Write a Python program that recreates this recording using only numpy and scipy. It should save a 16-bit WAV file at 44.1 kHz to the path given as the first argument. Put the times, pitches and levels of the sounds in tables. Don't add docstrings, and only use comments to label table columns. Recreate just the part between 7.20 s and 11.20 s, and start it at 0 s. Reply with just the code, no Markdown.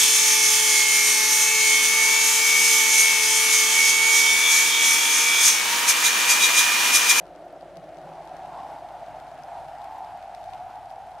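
import sys
import numpy as np
from scipy import signal
from scipy.fft import rfft, irfft
from scipy.io import wavfile
from scipy.ndimage import uniform_filter1d

SR = 44100
rng = np.random.default_rng(int(sys.argv[2]) if len(sys.argv) > 2 else 0)


def master_out(mix):
    frames = np.transpose(np.atleast_2d(mix))
    ceiling = np.clip(frames, -1, 1)
    pcm = np.round(ceiling * 32767).astype(np.int16)
    wavfile.write(sys.argv[1], SR, pcm)


N = 176400
FRAME, HOP = 1024, 256
TIME, FREQ_HZ = np.arange(N) / SR, np.fft.rfftfreq(N, 1 / SR)
FRAME_TIME, BIN_HZ = np.arange(N // HOP + 5) * HOP / SR, np.fft.rfftfreq(FRAME, 1 / SR)


def amp(db):
    return 10 ** (np.asarray(db) / 20)


def unit(x):
    return x / np.sqrt(np.mean(x ** 2) + 1e-20)


def spectrum(points, hz):
    f, value = np.transpose(points)
    return np.interp(np.log(hz + 1), np.log(f + 1), value)


def curves(rows, t):
    times, *columns = np.transpose(rows)
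    return [np.interp(t, times, column) for column in columns]


def colour(x, points):
    return irfft(rfft(x) * amp(spectrum(points, FREQ_HZ)), N)


def wander(rate_hz):
    return unit(irfft(rfft(rng.standard_normal(N)) * np.exp(-(FREQ_HZ / rate_hz) ** 2), N))


def turbulence(shape_db, patchy_db):
    real, imag, eddies = rng.standard_normal((3, len(FRAME_TIME), len(BIN_HZ)))
    eddies = uniform_filter1d(eddies, size=8, axis=0)
    eddies = unit(uniform_filter1d(eddies, size=10, axis=1))
    frames = (real + 1j * imag) * amp(shape_db + patchy_db * eddies)
    return unit(signal.istft(frames.T, nperseg=FRAME, noverlap=FRAME - HOP)[1][:N])


def steadied(x):
    return x / np.sqrt(uniform_filter1d(x ** 2, size=SR // 10) + 1e-12)


def blown(hz, width_hz):
    band = wander(width_hz * 0.95) + 1j * wander(width_hz * 0.83)
    phase = 2 * np.pi * np.cumsum(hz * np.ones(N)) / SR
    return steadied((band * np.exp(1j * phase)).real)


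def on_left(x, right_db):
    return np.array([x, amp(right_db) * x])


# t/s, resonance f/Hz, relative resonance level/dB, relative hiss level/dB
AIRFLOW = [(0.0, 675, -45, -60.5), (0.14, 680, -46, -60), (0.22, 664, -43, -60), (0.53, 660, -44.5, -59.5),
           (1.44, 763.4, -37.5, -53.5), (1.63, 754, -40, -56.5), (1.94, 724, -40, -55.5),
           (2.05, 742, -42, -55.5), (2.19, 688, -42.5, -56), (2.38, 761, -36.5, -54),
           (2.46, 720, -40.5, -56), (2.78, 803, -37, -54.5), (2.96, 752, -39, -56), (2.97, 738, -41, -56),
           (3.42, 759, -38, -56), (3.52, 799, -40, -57), (3.76, 747, -40.5, -59), (3.96, 756, -42, -57.5)]
# f/Hz, relative level/dB
HOLLOW_RESPONSE = [(300, -46.5), (480, -23.5), (570, -17), (650, -4), (730, 2.5), (800, -.5), (890, -6),
                   (1000, -14), (1150, -24.5), (1600, -52.5)]
# t/s, width factor below the centre, width factor above it
HOLLOW_WIDTH = [(0, 1.48, 1.02), (1.3, 1.32, 1.06), (2.3, 0.89, 1.05), (3.3, 0.83, 0.77), (4, 1.06, 0.86)]
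# t/s, 1/e half-length/s, level/dB
GUST_SWELLS = [(1.38, 0.11, -46.5), (2.72, 0.14, -61)]
def hollow_rush(cruise_hz=750):
    below, above = curves(HOLLOW_WIDTH, FRAME_TIME[:, None])
    ratio = BIN_HZ / curves(AIRFLOW, FRAME_TIME[:, None])[0]
    ratio = ratio ** (1 / np.where(ratio < 1, below, above))
    rush = steadied(turbulence(spectrum(HOLLOW_RESPONSE, cruise_hz * ratio), patchy_db=2.03))
    rush_db = curves(AIRFLOW, TIME)[1] + 0.36
    gusts = sum(amp(db) * np.exp(-((TIME - at) / half) ** 2) for at, half, db in GUST_SWELLS)
    return rush * amp(rush_db) + gusts * blown(hz=1013, width_hz=160)


# t/s, f/Hz, level/dB
LOWER_MODE = [(0, 165.8, -58.5), (.25, 169, -64), (.5, 163.9, -62), (.6, 166, -51), (.73, 163.3, -65),
              (.87, 160, -48.5), (.96, 160.7, -59), (1.2, 160, -57.5), (1.65, 153.3, -65.5),
              (2.48, 150, -60), (2.75, 145.5, -75), (4, 145, -73)]
# t/s, f/Hz, level/dB
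UPPER_MODE = [(0, 355, -55.5), (.25, 342, -53), (.5, 338, -56.5), (.8, 340, -54), (1.3, 328, -58.5),
              (2, 312, -62.5), (2.6, 295, -66), (4, 285, -84)]
def airframe():
    lower_hz, lower_db = curves(LOWER_MODE, TIME)
    upper_hz, upper_db = curves(UPPER_MODE, TIME)
    return amp(lower_db) * blown(lower_hz, width_hz=21.3) + amp(upper_db) * blown(upper_hz, width_hz=81)


# f/Hz, relative level/dB
HISS_SPECTRUM = [(30, -19), (100, -1.5), (230, -0.5), (450, -2), (1100, 1.5), (1400, 2.5), (2100, -5),
                 (3200, -10), (4800, -15.5), (7000, -21), (9800, -24), (12500, -30), (15500, -33)]
# f/Hz, shared fraction of the power
HISS_CORRELATION = [(100, 0.8), (1200, 1), (2200, 0.95), (4000, 0.73), (9000, 0.87), (15000, .15)]
def hiss():
    shape_db = spectrum(HISS_SPECTRUM, BIN_HZ)
    share = spectrum(HISS_CORRELATION, FREQ_HZ)
    common, left, right = [rfft(turbulence(shape_db, patchy_db=0.9)) for _ in range(3)]
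    pair = irfft(np.sqrt(share) * common + np.sqrt(1 - share) * np.array([left, right]), N)
    hiss_db = curves(AIRFLOW, TIME)[2] + 3.5
    flicker_db = 0.5 * wander(rate_hz=21)
    return pair * amp(hiss_db + flicker_db)


# t/s, level/dB
BUFFET_ENVELOPE = [(0, -61.5), (.7, -60.5), (1.3, -58), (2.1, -56), (2.7, -58.5), (3.1, -58), (3.32, -55.5),
                   (3.6, -55.5), (4, -57.5)]
# f/Hz, relative level/dB
BUFFET_SPECTRUM = [(20, -30), (38, -23), (60, -0.5), (88, 15), (140, 9), (210, -5), (400, 1), (900, -30)]
def buffeting(right_db=-23):
    left, right = [unit(colour(rng.standard_normal(N), BUFFET_SPECTRUM)) for _ in range(2)]
    return np.array([left, amp(right_db) * right]) * amp(curves(BUFFET_ENVELOPE, TIME)[0])


def hum(mean_hz=52.2, drift_hz=0.72, mean_db=-60.5, waver_db=1.2):
    hz = mean_hz + drift_hz * wander(rate_hz=2.9)
    tone = unit(np.sin(2 * np.pi * np.cumsum(hz) / SR))
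    flow_db = curves(AIRFLOW, TIME)[2]
    level_db = mean_db + 0.7 * (flow_db - flow_db.mean()) + waver_db * wander(rate_hz=6)
    return on_left(tone * amp(level_db), right_db=-13)


def clicks(per_s, points, spread_db=6.5):
    sizes = amp(spread_db * np.minimum(rng.exponential(1, N), 3))
    signs = rng.choice([-1., 1.], N)
    arrivals = rng.random(N) < per_s / SR
    return unit(colour(sizes * signs * arrivals, points))


# f/Hz, relative level/dB
CRACKLE_SPECTRUM = [(500, -10), (2000, 5.5), (4500, 6), (7000, -2), (10000, -2.5), (13000, -21),
                    (15500, -17)]
# f/Hz, relative level/dB
SPECK_SPECTRUM = [(1000, -16), (7000, -10), (11000, -5), (15000, -5)]
def crackle(fine_per_s=180, specks_per_s=28, flurry_at_s=3.31, flurry_half_s=0.09):
    flurry_db = 8.5 * np.exp(-((TIME - flurry_at_s) / flurry_half_s) ** 2)
    fine = amp(-67) * clicks(fine_per_s * amp(flurry_db) ** 2, CRACKLE_SPECTRUM)
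    specks = amp(-74) * clicks(specks_per_s, SPECK_SPECTRUM)
    return on_left(fine + specks, right_db=-35)


# t/s, relative peak level/dB
IMPACTS = [(0.16, -49.5), (0.4092, -49), (0.5694, -41), (0.77, -48), (0.9512, -51), (1.052, -48),
           (1.0742, -45), (1.1662, -43), (1.255, -48), (1.5014, -48), (1.6879, -48), (1.9994, -47),
           (2.1146, -47), (2.2347, -43.5), (2.4832, -45), (2.6165, -45), (2.6425, -41), (2.7598, -50),
           (2.8452, -48), (3.026, -47), (3.1482, -40.5), (3.24, -41.5), (3.3024, -50), (3.3244, -60),
           (3.334, -40), (3.346, -49), (3.5573, -50), (3.7025, -45.5)]
# f/Hz, relative level/dB
IMPACT_SPECTRUM = [(500, -12), (1300, 9), (2500, 6), (5000, 4.5), (7000, -5), (9000, -5.5), (11500, -7),
                   (13500, -7), (15500, -6)]
def ticks(delay_s=0.00132, rise_s=0.00045, decay_s=0.00041, tail_s=0.004, tail_db=-15):
    envelope = np.zeros(N)
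    for at, db in IMPACTS:
        t = TIME - at - delay_s
        snap = np.exp(-abs(t) / np.where(t < 0, rise_s, decay_s))
        tail = (t > 0) * amp(tail_db) * np.exp(-abs(t) / tail_s)
        envelope += amp(db) * (snap + tail)
    bursts = envelope * rng.choice([-1., 1.], N)
    return on_left(1.5 * colour(bursts, IMPACT_SPECTRUM), right_db=-35)


def scene():
    return hollow_rush() + airframe() + hiss() + buffeting() + hum() + ticks() + crackle()


def record(dry):
    corner_hz, order, edge_hz = 13600, 4, 15650
    soft = irfft(rfft(dry) / np.sqrt(1 + (FREQ_HZ / corner_hz) ** (2 * order)), N)
    band_limit = signal.firwin(511, edge_hz, window=("kaiser", 9), fs=SR)
    return signal.oaconvolve(soft, band_limit[None], "same")


dry = scene()
out = record(dry)
master_out(out)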